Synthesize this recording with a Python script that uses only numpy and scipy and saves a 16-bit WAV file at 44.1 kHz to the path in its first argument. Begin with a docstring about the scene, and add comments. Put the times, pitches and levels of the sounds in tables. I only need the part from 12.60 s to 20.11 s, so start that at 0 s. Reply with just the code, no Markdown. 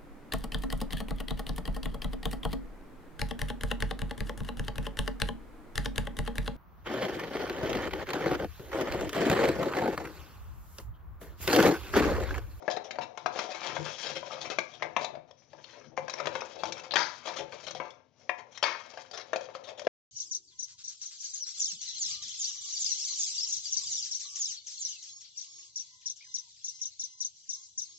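"""A kitchen: a hand-cranked plastic chilli cutter, close to the left of a microphone with two ports.
Steel discs grind and crunch as grit and swarms of small contacts that drive decaying modes;
crank, comb and pods knock and chatter, ringing the hollow hopper, the frame and the blades.
The worktop rumbles under the pushes, and the hard room answers with a noise tail over faint room tone."""
import sys
import numpy as np
from scipy import signal
from scipy.fft import rfft, irfft
from scipy.io import wavfile
from scipy.ndimage import uniform_filter1d

SR = 44100
rng = np.random.default_rng(int(sys.argv[2]) if len(sys.argv) > 2 else 0)


def decibels_to_gain(level_db):
    """Convert a level in decibels to a linear amplitude gain (20 dB per decade)."""
    exponent = np.asarray(level_db, float) / 20
    return 10 ** exponent


def store_wav(level_fs):
    """Save 16-bit WAV to argv[1]."""
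    pcm = np.round(np.clip(np.atleast_2d(level_fs), -1, 1) * 32767)
    wavfile.write(sys.argv[1], SR, pcm.T.astype(np.int16))


N = 331171

# modes of the hollow plastic hopper: (frequency [Hz], level [dB], t60 [s])
HOPPER_MODES = [(364, -8, 0.05), (415, -10, 0.22), (525.6, 4.5, 0.11), (575, -7, 0.14), (634, 6, 0.057),
                (719.4, -1, 0.11), (814, -14.5, 0.019), (875, -8, 0.17)]
# modes of the plastic frame: (frequency [Hz], level [dB], t60 [s])
FRAME_MODES = [(900, -2.5, 0.042), (1010, 2, 0.032), (1168, 3.5, 0.021), (1270, 0, 0.022),
               (1386, -2.5, 0.033), (1600, 4, 0.028), (1730, 3.5, 0.02), (1900, -6, 0.0096),
               (2090, -2, 0.046), (2210, 5.5, 0.026), (2312, -0.5, 0.054), (2600, 1, 0.03)]
# modes of the steel blade discs: (frequency [Hz], level [dB], t60 [s])
BLADE_MODES = [(2590, -5, 0.032), (3248, 3, 0.019), (3360, 1.5, 0.015), (3600, -6.5, 0.084),
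               (3855, -5.5, 0.085), (4115, 1, 0.022), (4384, -2, 0.023), (4710, 2.5, 0.023),
               (5140, -3.5, 0.0098), (5340, 3.5, 0.019), (5654, 1, 0.028), (6024, 3.5, 0.015),
               (6100, -4, 0.0081), (6450, 2, 0.018)]
# grip and load shift the note that the hollow hopper favours: (time [s], frequency [Hz])
HOLLOW_NOTE = [(0.0, 622), (0.04, 685), (0.77, 658), (0.95, 681), (1.05, 574), (1.74, 550), (1.84, 678),
               (1.9, 575), (2.0, 685), (3.46, 518), (3.58, 599), (3.77, 519), (3.83, 584), (4.29, 554),
               (4.39, 670), (4.76, 603), (4.8, 527), (5.04, 630), (5.89, 567), (6.01, 640), (6.5, 562),
               (6.74, 630), (6.8, 561), (7.27, 587)]
LIFTED_S = 5.8  # the cutter leaves the worktop and loses its bass


def colour(points, size=1024):
    """Causal response of (frequency [Hz], level [dB]) points, from the folded cepstrum of the log gain."""
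    hz, db = np.transpose(points)
    grid_hz = np.arange(size + 1) * SR / 2 / size
    log_gain = np.interp(np.log(grid_hz + 1), np.log(hz), np.log(decibels_to_gain(db)))
    cepstrum = irfft(log_gain)
    cepstrum[1:size] *= 2
    cepstrum[size + 1:] = 0
    return irfft(np.exp(rfft(cepstrum)))[:size]


def steady(sound):
    """Scales both ports so that the left one has rms 1."""
    return sound / np.sqrt(np.mean(sound[0] ** 2))


def loudness(sound):
    """Rms of the left port over its loudest 15 ms."""
    return np.sqrt(uniform_filter1d(sound[0] ** 2, size=660).max())


def walk(rate):
    """Random wander: levels held for 1 / rate seconds, then slewed twice."""
    hold = int(SR / rate)
    held = np.repeat(rng.standard_normal(N // hold + 1), hold)
    return 0.92 * uniform_filter1d(uniform_filter1d(held, hold), hold)[:N]


def grit(rate, spread_db):
    """Dense tiny impacts of uneven size, about rate per second, rms 1."""
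    uneven = decibels_to_gain(spread_db * np.minimum(rng.exponential(size=N), 3))
    size = uneven * rng.standard_normal(N)
    hits = size * (rng.random(N) < rate / SR)
    return hits / np.sqrt(np.mean(hits ** 2))


def ports(hz, chance):
    """Weight of a mode at each port: nearly the same in the bass, another size and sign higher up."""
    apart = np.clip(hz / 720.0, 0, 1) * chance
    return np.array([np.ones_like(apart), np.sign(apart + 0.64) * decibels_to_gain(4.3 * apart)])


def ring(force, modes):
    """Two-pole resonators: each row of force drives one mode without pause."""
    out = np.zeros((2, N))
    chances = rng.standard_normal(len(modes))
    for row, (hz, db, t60), chance in zip(force, modes, chances):
        pole = np.exp(-np.log(1000) / (max(t60, .005) * SR))
        turn = 2 * np.pi * hz / SR
        resonator = [1, -2 * pole * np.cos(turn), pole ** 2]
        tone = decibels_to_gain(db) * signal.lfilter([np.sin(turn)], resonator, row)
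        out += tone * ports(np.array([hz]), chance)
    return out


def kitchen():
    """Faint steady room tone: coloured noise, partly shared by the ports."""
    # spectrum of the room tone, its height set below: (frequency [Hz], density [dB per Hz])
    room_tone = [(18, -73.5), (30, -48.5), (103, 6), (152, -1.5), (199, -16), (243, 0), (290, -14),
                 (638, -18.5), (1320, -36.5), (2940, -30.5), (5600, -34), (7000, -41), (9100, -69.5),
                 (15400, -120)]
    noise = rng.standard_normal((2, N))
    noise[1] = 1.3 * noise[0] + 1.0 * noise[1]
    hum = signal.fftconvolve(noise, colour(room_tone)[None], axes=1)[:, :N]
    return decibels_to_gain(-58) * steady(hum)


def room(sound):
    """Tiles and cupboards: a dense fading tail, another one at each port, duller as it ages."""
    t60_s, treble_share = 0.35, 0.46  # the treble dies in this share of the time
    t = np.arange(int(.6 * SR)) / SR
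    noise = rng.standard_normal((2, len(t)))
    dull = signal.sosfilt(signal.butter(1, 2500, fs=SR, output="sos"), noise)
    bright = noise - dull
    tail = dull * decibels_to_gain(-60 * t / t60_s) + bright * decibels_to_gain(-60 * t / (treble_share * t60_s))
    tail *= np.clip(t / 0.0029, 0, 1)  # onset ramp [s]
    tail /= np.sqrt(np.sum(tail ** 2, axis=1, keepdims=True))
    return signal.fftconvolve(sound[None], tail, axes=1)[:, :N]


def whisper():
    """Loose discs brush each other: light steel-on-steel grit keeps a few high modes singing."""
    # strength of the brushing: (time [s], level [dB])
    brushing = [(0, -74.5), (1.9, -59.5), (2.08, -57), (2.2, -63), (2.72, -93.5), (2.79, -61.5),
                (2.92, -69), (3.0, -65), (3.1, -67), (3.18, -60), (3.24, -68.5), (3.28, -60), (3.35, -80.5),
                (5.2, -73), (5.35, -67), (5.5, -88.5), (5.62, -61.5), (5.9, -78), (6.2, -70), (6.5, -72.5),
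                (7.2, -75.5)]
    # top modes of the discs: (frequency [Hz], level [dB], t60 [s])
    top_modes = [(5350, 0.5, 0.028), (5600, -7, .02), (5900, 4.5, 0.03), (6300, -7.5, .02)]
    db = np.interp(np.arange(N) / SR, *np.transpose(brushing)) + 3.0 * walk(34)
    force = [grit(4000, 1.5)] * len(top_modes)
    return decibels_to_gain(db) * steady(ring(force, top_modes))


def pushes_db(t):
    """Worktop level: every push swells and dies away over a faint resting tremor."""
    # the hand's downstroke pushes the cutter into the worktop: (time [s], level [dB])
    pushes = [(.14, -51.5), (.41, -45.5), (.66, -51.5), (1.1, -49), (1.2, -36.5), (1.58, -45), (1.5, -49),
              (1.85, -44.5), (2.0, -49), (2.24, -44), (2.38, -48.5), (2.57, -49), (2.97, -52), (3.269, -48),
              (3.42, -48.5), (3.69, -39.5), (4.07, -41.5), (4.38, -44.5), (4.65, -52), (4.83, -44.5),
              (4.93, -54), (5.08, -48), (5.19, -49)]
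    rise_s, fall_s, rest_db = 0.04, 0.053, -80
    gain = decibels_to_gain(rest_db - 8.0 * (t > LIFTED_S))
    for s, db in pushes:
        gain = gain + decibels_to_gain(db) * np.exp(np.minimum((t - s) / rise_s, (s - t) / fall_s))
    return 20 * np.log10(gain)


def grind(modes, db, bite, rate, spread_db, bite_db, rasp, rasp_db, alike, favoured_hz=None):
    """Grit shakes a part in uneven bites, every mode waxing on its own; some is heard directly, as a
    crackle of grains that each fill only a slice of the band rasp [Hz]."""
    bites = decibels_to_gain(bite_db * np.tanh(.6 * bite + .6 * walk(60)))
    shared = grit(rate, spread_db)
    force = []
    for hz, _, _ in modes:
        lift_db = 0
        if favoured_hz is not None:
            lift_db = 10.0 * np.exp(-(np.log(hz / favoured_hz) / 0.12) ** 2)
        force.append(shared * bites * decibels_to_gain(4.35 * walk(25) + lift_db))
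    rung = steady(ring(force, modes))
    edges, rasped = np.geomspace(*rasp, num=5), 0
    for slice_hz in zip(edges, edges[1:]):
        left = grit(rate / 2, spread_db)
        right = alike * left + (1 - alike) * grit(rate / 2, spread_db)
        raw = bites * decibels_to_gain(7.1 * walk(70)) * np.array([left, right])
        band = signal.butter(1, slice_hz, "bandpass", fs=SR, output="sos")
        rasped = rasped + signal.sosfilt(band, raw)
    return decibels_to_gain(db) * (rung + decibels_to_gain(rasp_db) * steady(rasped))


def cranking():
    """Discs rub the comb and tear the pods; the push passes down into the worktop."""
    # strength of the cranking: (time [s], hopper drone level [dB], blade crunch level [dB])
    crank = [(0.0, -55, -66), (0.16, -41.5, -67), (0.28, -46.5, -65), (0.45, -58.5, -92.5),
             (0.65, -48, -61.5), (0.79, -44, -48.5), (0.97, -51, -52.5), (1.09, -44.5, -45),
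             (1.24, -46.5, -51), (1.44, -61, -43.5), (1.58, -57, -53.5), (1.86, -56, -54.5),
             (2.0, -63, -59), (2.33, -56, -73), (2.43, -48, -41), (2.51, -44, -82), (2.62, -59, -88),
             (2.75, -78, -77), (2.95, -63, -66.5), (3.05, -66, -61.5), (3.2, -71, -64), (3.3, -66, -101),
             (3.44, -47, -65), (3.56, -49, -49.5), (3.64, -44, -55), (3.78, -44, -54.5), (3.88, -51, -59),
             (3.97, -44.5, -52.5), (4.33, -50, -58), (4.47, -54, -57.5), (4.59, -62, -52),
             (4.73, -50, -47.5), (4.85, -50, -66), (4.98, -52.5, -49), (5.08, -66, -64), (5.16, -56, -75.5),
             (5.32, -91, -85), (5.4, -92, -97), (5.65, -62.5, -68.5), (5.83, -51.5, -75),
             (5.97, -70, -71.5), (6.11, -68, -63.5), (6.3, -59, -59.5), (6.45, -57.5, -57.5),
             (6.65, -58, -71.5), (6.8, -55.5, -56), (6.88, -50, -60), (6.961, -50, -58.5), (7.04, -55, -71),
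             (7.1, -51, -75), (7.16, -53, -78), (7.24, -46, -67)]
    # modes of the worktop: (frequency [Hz], level [dB], t60 [s])
    worktop_modes = [(110, -10.5, 0.12), (132.2, 1.5, 0.32), (145, 5, 0.32), (237, -5.5, 0.25),
                     (324, 2, 0.18)]
    t = np.arange(N) / SR
    s, *columns = np.transpose(crank)
    hopper_db, blade_db = (np.interp(t, s, column) for column in columns)
    frame_db = -2 + .75 * blade_db + .25 * hopper_db  # the frame scrapes between both
    note_hz = np.interp(t, *np.transpose(HOLLOW_NOTE))
    bite = walk(45)
    hopper = grind(HOPPER_MODES, hopper_db, bite, 1200, 1.4, 5.5, rasp=(400, 900), rasp_db=-13,
                   alike=0.47, favoured_hz=note_hz)
    frame = grind(FRAME_MODES, frame_db, bite, 1000, 3.2, 12.0, rasp=(900, 3000), rasp_db=-7.0, alike=.4)
    blades = grind(BLADE_MODES, blade_db, bite, 2200, 3.0, 7.9, rasp=(2700, 14000), rasp_db=4.0, alike=0.48)
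    worktop = grind(worktop_modes, pushes_db(t), bite, 1500, 2.37, 1.3, rasp=(110, 340), rasp_db=-15,
                    alike=0.82)
    return hopper + frame + blades + worktop


def struck(modes, t, detune, scatter_db, spot_hz, spot_db, free=1):
    """One blow's ring: loose walls split each mode into a close cluster; modes near spot_hz stand out."""
    hz, db, t60 = np.repeat(np.transpose(modes), repeats=3, axis=1)
    shift, scatter, side, start = rng.standard_normal((len(hz), 4)).T
    near = np.exp(-(np.log(hz / spot_hz) / 0.12) ** 2)
    phase = 2 * np.pi * np.outer(hz * (1 + detune * shift), t) + 1.267 * start[:, None]
    tones = np.sin(phase) * decibels_to_gain(-60 * t / np.maximum(free * t60, .004)[:, None])
    weight = ports(hz, side) * decibels_to_gain(db + scatter_db * scatter + spot_db * near)
    return weight @ tones


def contacts(events, ms, first, rise, density, crack_db, spot_db, uneven_db, free, lead_s=0, size=3072):
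    """A first contact, then a swarm of uneven small ones that swells and dies over the fade time ms;
    plastic and steel each get their own; free stretches the ring of frame and blades."""
    out, t = np.zeros((2, N + 2 * size)), np.arange(size) / SR
    snap = colour([(1000, -35.5), (2500, -12.0), (4000, -6), (9000, 6.0), (16000, -0.5)])
    soft = signal.butter(1, 3180, fs=SR, output="sos")  # plastic meets plastic softly: dull above this
    # the first contact swells and is over within 2.42 ms
    landing = np.sin(np.pi * np.minimum(1000 * t / 2.42, 1)) * np.exp(-2000 * t / 2.42)
    fade = t / (ms / 1000)
    swell = np.exp(-fade) * (1 - np.exp(-fade / rise))
    rows = [0, 1, 1]  # plastic, steel, steel's crack at the right port
    for s, frame_db, hopper_db, blade_db, spot_hz in events:
        swarm = rng.standard_normal((3, size)) * (rng.random((3, size)) < density)[rows]
        swarm *= decibels_to_gain(uneven_db * np.minimum(rng.exponential(size=(2, size)), 3))[rows]
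        push = swarm * swell
        push += first * np.array([[1], [.6], [.6]]) * landing * rng.standard_normal((3, size))
        push[0] = signal.sosfilt(soft, push[0])
        plastic, steel = push[:1], push[1:2]
        note_hz = np.interp(s, *np.transpose(HOLLOW_NOTE))
        hopper = struck(HOPPER_MODES, t[:3072], .012, 1.0, note_hz, 9.7)
        frame = struck(FRAME_MODES, t[:2560], 0.043, 2.3, spot_hz, spot_db, free)
        blades = struck(BLADE_MODES, t[:2560], 0.022, 2.2, spot_hz, spot_db, free)
        hopper = signal.fftconvolve(hopper, plastic, axes=1)
        frame = signal.fftconvolve(frame, plastic, axes=1)
        blades = signal.fftconvolve(blades, steel, axes=1)
        crack = signal.fftconvolve(push[1:], snap[None], axes=1)
        parts = (decibels_to_gain(frame_db) * frame / np.abs(frame[0]).max(),
                 decibels_to_gain(hopper_db) * hopper / loudness(hopper),
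                 decibels_to_gain(blade_db) * blades / loudness(blades),
                 decibels_to_gain(blade_db + crack_db) * crack / loudness(crack))
        i = int((s - lead_s) * SR)
        for part in parts:
            out[:, i:i + part.shape[1]] += part
    # so small a body radiates little bass, still less once held in the air
    down, up = (signal.sosfilt(signal.butter(2, hz, "highpass", fs=SR, output="sos"), out[:, :N])
                for hz in (240, 400))
    return np.where(np.arange(N) < LIFTED_S * SR, down, up)


def pings():
    """One disc is flicked and chirps almost alone: a short swarm that favours the modes near one pitch."""
    # flicks: (time [s], frame peak [dB], hopper level [dB], blades level [dB], favoured pitch [Hz])
    flicks = [(0.112, -60, -63, -37, 5600), (0.165, -47, -51, -37, 3850), (2.709, -49, -53.5, -54, 5600),
              (2.711, -60, -58, -54.5, 3360), (3.041, -65, -69, -44.5, 4140),
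              (3.044, -57, -63, -45.5, 3600), (3.5375, -28.5, -44, -32.5, 5600),
              (4.3085, -43, -45.5, -33, 4200), (4.311, -50, -52, -35, 3600), (4.319, -45, -45, -30, 4200),
              (4.322, -52, -50.5, -36, 3600), (5.083, -30.5, -48, -38, 4050)]
    return contacts(flicks, ms=1.3, first=0, rise=.8, free=0.81, density=0.34, crack_db=-15.5,
                    spot_db=23.0, uneven_db=2.5)


def rattles():
    """Loose discs rattle on after some blows: a long fading swarm of sparse contacts."""
    # rattles: (time [s], frame peak [dB], hopper level [dB], blades level [dB], favoured pitch [Hz])
    loose = [(4.372, -18, -44, -32, 1900), (4.39, -24, -46.5, -39, 850), (4.365, -39, -50.5, -31.5, 4800),
             (6.045, -22, -43.5, -37, 1860), (6.05, -27, -46, -41, 1200), (6.04, -42, -56.5, -37, 4750),
             (0.79, -36, -41.5, -45.5, 1100), (1.7, -33, -39.5, -49, 1100), (2.235, -39, -44, -64.5, 1500),
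             (2.375, -28, -41, -58, 1000), (5.2, -31.5, -43.5, -57, 1000)]
    return contacts(loose, ms=59.6, first=0, rise=0.039, free=1.8, density=.025, crack_db=-5.5,
                    spot_db=10.5, uneven_db=3.5, size=16384)


def crunches():
    """The discs bite into pod and comb: no sharp start, a dense ragged swell."""
    # bites: (time [s], frame peak [dB], hopper level [dB], blades level [dB], favoured pitch [Hz])
    torn = [(0.1044, -35.5, -36.5, -36, 900), (0.2448, -58, -45.5, -44.5, 904),
            (0.4144, -29, -46, -41, 4200), (0.5894, -47, -54, -54.5, 3700), (0.781, -45, -38.5, -37, 5400),
            (2.68, -67, -56, -66.5, 3300), (3.371, -40, -58, -44.5, 6000), (7.04, -63, -57, -46, 3500),
            (3.085, -48.5, -65, -70, 2100), (0.837, -53, -40.5, -43.5, 921),
            (0.9068, -33.5, -40, -37.5, 1190), (1.049, -34.5, -48, -49, 902),
            (1.0964, -29.5, -46, -42.5, 1220), (1.2584, -35, -43.5, -38.5, 3260),
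            (1.152, -31.5, -47, -37.5, 1310), (1.285, -35, -45, -41, 3040), (1.322, -55, -57, -45, 2400),
            (1.3853, -51, -60, -41, 5570), (1.4374, -37, -42.5, -37, 4300),
            (1.4576, -31.5, -39, -33.5, 1190), (1.4964, -32, -39, -38, 934),
            (1.5569, -29.5, -35, -33.5, 2040), (1.6631, -43, -46.5, -47.5, 2410),
            (1.718, -39, -52, -40.5, 3350), (1.8118, -46, -47, -35.5, 4115),
            (1.8507, -29.5, -42, -39.5, 2300), (1.908, -30.5, -37.5, -37.5, 2280),
            (2.115, -52, -59.5, -53.5, 3600), (2.198, -42, -51.5, -56.5, 1700),
            (2.238, -31.5, -37.5, -54, 1500), (2.418, -39, -42, -44.5, 4200), (2.14, -51, -67, -47, 3600),
            (2.982, -46, -53, -61, 915), (3.32, -67, -53.5, -75, 900), (3.185, -50, -54, -64, 1900),
            (1.385, -40, -54, -51, 2300), (1.66, -43.5, -45, -55, 2490), (0.848, -46, -48, -46, 5600),
            (3.244, -48, -54.5, -60.5, 1720), (3.582, -28, -47, -44, 1200),
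            (3.2106, -42.5, -54.5, -66, 1420), (3.1333, -43.5, -52.5, -62, 2400),
            (3.1634, -46.5, -50.5, -60, 1050), (3.9934, -50, -41.5, -45.5, 2150),
            (4.0854, -51, -44.5, -53, 940), (4.1699, -34, -56, -43, 1220), (4.2388, -38, -54, -45, 1070),
            (4.6558, -35.5, -39.5, -37.5, 1200), (4.6743, -26.5, -38.5, -38, 1010),
            (4.6994, -38, -45, -46, 996), (4.7646, -33, -42, -35, 1330), (4.7865, -34.5, -35, -37.5, 1150),
            (4.93, -40, -45, -54, 1190), (5.0334, -49, -48.5, -44.5, 4360), (5.0699, -37.5, -42, -36, 3130),
            (5.16, -45, -47.5, -45, 1990), (5.5944, -69, -65, -61.5, 5350),
            (5.785, -35.5, -51, -52.5, 1000), (5.918, -59.5, -70.5, -52, 6100), (5.95, -57, -71, -47, 3900),
            (6.5374, -38, -44.5, -41, 1220), (6.5744, -34, -44.5, -36.5, 6500),
            (6.5994, -38, -60, -43.5, 4050), (7.0728, -43, -43, -47, 1037), (7.0894, -42, -43, -45.5, 2400),
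            (7.1786, -50, -45, -46.5, 1144)]
    return contacts(torn, ms=11.47, first=0, rise=5.2, free=0.73, density=0.14, crack_db=-1.0,
                    spot_db=7, uneven_db=3.5, lead_s=.006)


def knocks():
    """Crank, comb and pods strike sharply and chatter."""
    # blows: (time [s], frame peak [dB], hopper level [dB], blades level [dB], favoured pitch [Hz])
    blows = [(0.0234, -51, -41, -55, 1050), (0.0788, -15, -24, -50, 1090), (0.089, -38, -34, -56.5, 1000),
             (0.1695, -32, -30.5, -43, 1010), (0.308, -25, -45, -35, 1580), (0.3561, -34, -42, -52, 2480),
             (0.3855, -22, -29.5, -43.5, 907), (0.5745, -27, -44, -39.5, 902),
             (0.6595, -15, -28, -36, 1100), (0.7594, -38, -33, -53, 1070), (0.774, -28, -36, -47, 1000),
             (0.7896, -18.5, -40, -31, 980), (0.8904, -38, -34.5, -59, 1190),
             (0.9462, -29.5, -46, -40, 918), (1.1651, -23.5, -33.5, -44.5, 1500),
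             (1.199, -39, -36, -51, 1000), (1.6287, -30.5, -38.5, -61, 1000),
             (1.8996, -28, -35, -32.5, 4000), (1.985, -15, -27, -28.5, 2290),
             (2.2226, -16, -31.5, -37, 2300), (2.364, -14, -25.5, -32.5, 950),
             (2.4114, -29, -37, -44.5, 1090), (2.4444, -26, -32, -30.5, 3720),
             (2.5516, -37, -36.5, -55, 1010), (2.9306, -40, -45.5, -58, 942), (2.948, -55, -51.5, -65, 950),
             (3.3754, -20, -28.5, -48, 1050), (3.4804, -27.5, -39, -40, 1040),
             (3.4961, -38, -46, -32, 1030), (3.5999, -22.5, -34, -37, 1280),
             (3.6561, -26, -34, -36.5, 1070), (3.6702, -20, -27.5, -31.5, 1010),
             (3.7524, -18, -35, -37, 1600), (3.8063, -34, -52, -36, 2400),
             (3.8192, -24, -38.5, -59.5, 1270), (4.0342, -24.5, -27, -34.5, 940),
             (4.0544, -36, -43, -35.5, 1070), (4.1224, -28, -45, -31, 2380), (4.195, -41, -50, -42, 2500),
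             (4.337, -19, -34, -28.5, 890), (4.3566, -10.5, -45, -20, 1960),
             (4.3666, -11.5, -50.5, -31.5, 1900), (4.922, -36, -55, -46.5, 900),
             (5.1078, -40.5, -44.5, -34, 6500), (5.1487, -46, -36.5, -39.5, 977),
             (5.2001, -22.5, -34.5, -54.5, 1010), (5.213, -41.5, -42, -58, 1300),
             (5.25, -49, -51.5, -69, 1007), (5.3038, -57, -63, -48, 3200),
             (5.693, -15.5, -30.5, -42.5, 2600), (5.9744, -33.5, -65, -37.5, 5640),
             (6.0267, -19, -30.5, -21, 900), (6.038, -11, -40, -23.5, 2090),
             (6.3364, -48, -45.5, -51, 3070), (6.3734, -34, -40, -45.5, 1220),
             (6.5114, -59, -45, -40, 4800), (6.7314, -18, -23.5, -37, 1550),
             (6.7585, -32.5, -24.5, -31.5, 2500), (6.8084, -47, -41, -45, 1020),
             (6.8874, -52, -39.5, -66.5, 1600), (6.9496, -30, -35, -44.5, 1270),
             (7.1164, -57, -41.5, -66, 1030), (7.1946, -36, -51.5, -36.5, 1130),
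             (7.2178, -49.5, -37, -47, 934), (7.248, -50, -40.5, -47.5, 1007),
             (7.2682, -16.5, -18, -41, 1197)]
    return contacts(blows, ms=4.4, first=1.3, rise=0.33, free=1.0, density=.15, crack_db=-0.5,
                    spot_db=8.5, uneven_db=1.7)


def scene():
    """The cutter, its room and the room tone; the right port is shaded and much weaker."""
    # shading of the right port: (frequency [Hz], level [dB])
    shading = [(30, -10.5), (100, -14), (250, -20.5), (550, -12.5), (1100, -15.5), (2200, -14),
               (4500, -15.5), (9000, -22.5)]
    cutter = decibels_to_gain(3.5) * (knocks() + crunches() + rattles() + pings() + cranking() + whisper())
    # the right port gets slightly more room
    wet = decibels_to_gain(-7.5) * np.array([[1], [decibels_to_gain(0.5)]]) * room(cutter[0])
    left, right = cutter + wet + kitchen()
    return np.array([left, signal.fftconvolve(right, colour(shading))[:N]])


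def band_limit(x):
    """A steep low-pass at the top of the band."""
    return signal.sosfilt(signal.butter(12, 15000, fs=SR, output="sos"), x)


def record(dry):
    """The microphone falls away steeply above 7 kHz; the sound stops short."""
    # response of the microphone: (frequency [Hz], level [dB])
    microphone = [(30, -19.5), (200, -6.5), (1000, 0.5), (5500, -3.5), (6800, -7.5), (7300, -14),
                  (7600, -21.5), (7850, -42.5), (8200, -42.5), (8600, -23.5), (9400, -26.5), (10300, -44),
                  (13000, -50), (15500, -55), (16500, -97)]
    end_s, fade_s = 7.279, 0.0017
    heard = signal.fftconvolve(dry, colour(microphone)[None], axes=1)[:, :N]
    mix = heard * np.clip((end_s - np.arange(N) / SR) / fade_s, 0, 1)
    return band_limit(mix)


dry = scene()
out = record(dry)
store_wav(out)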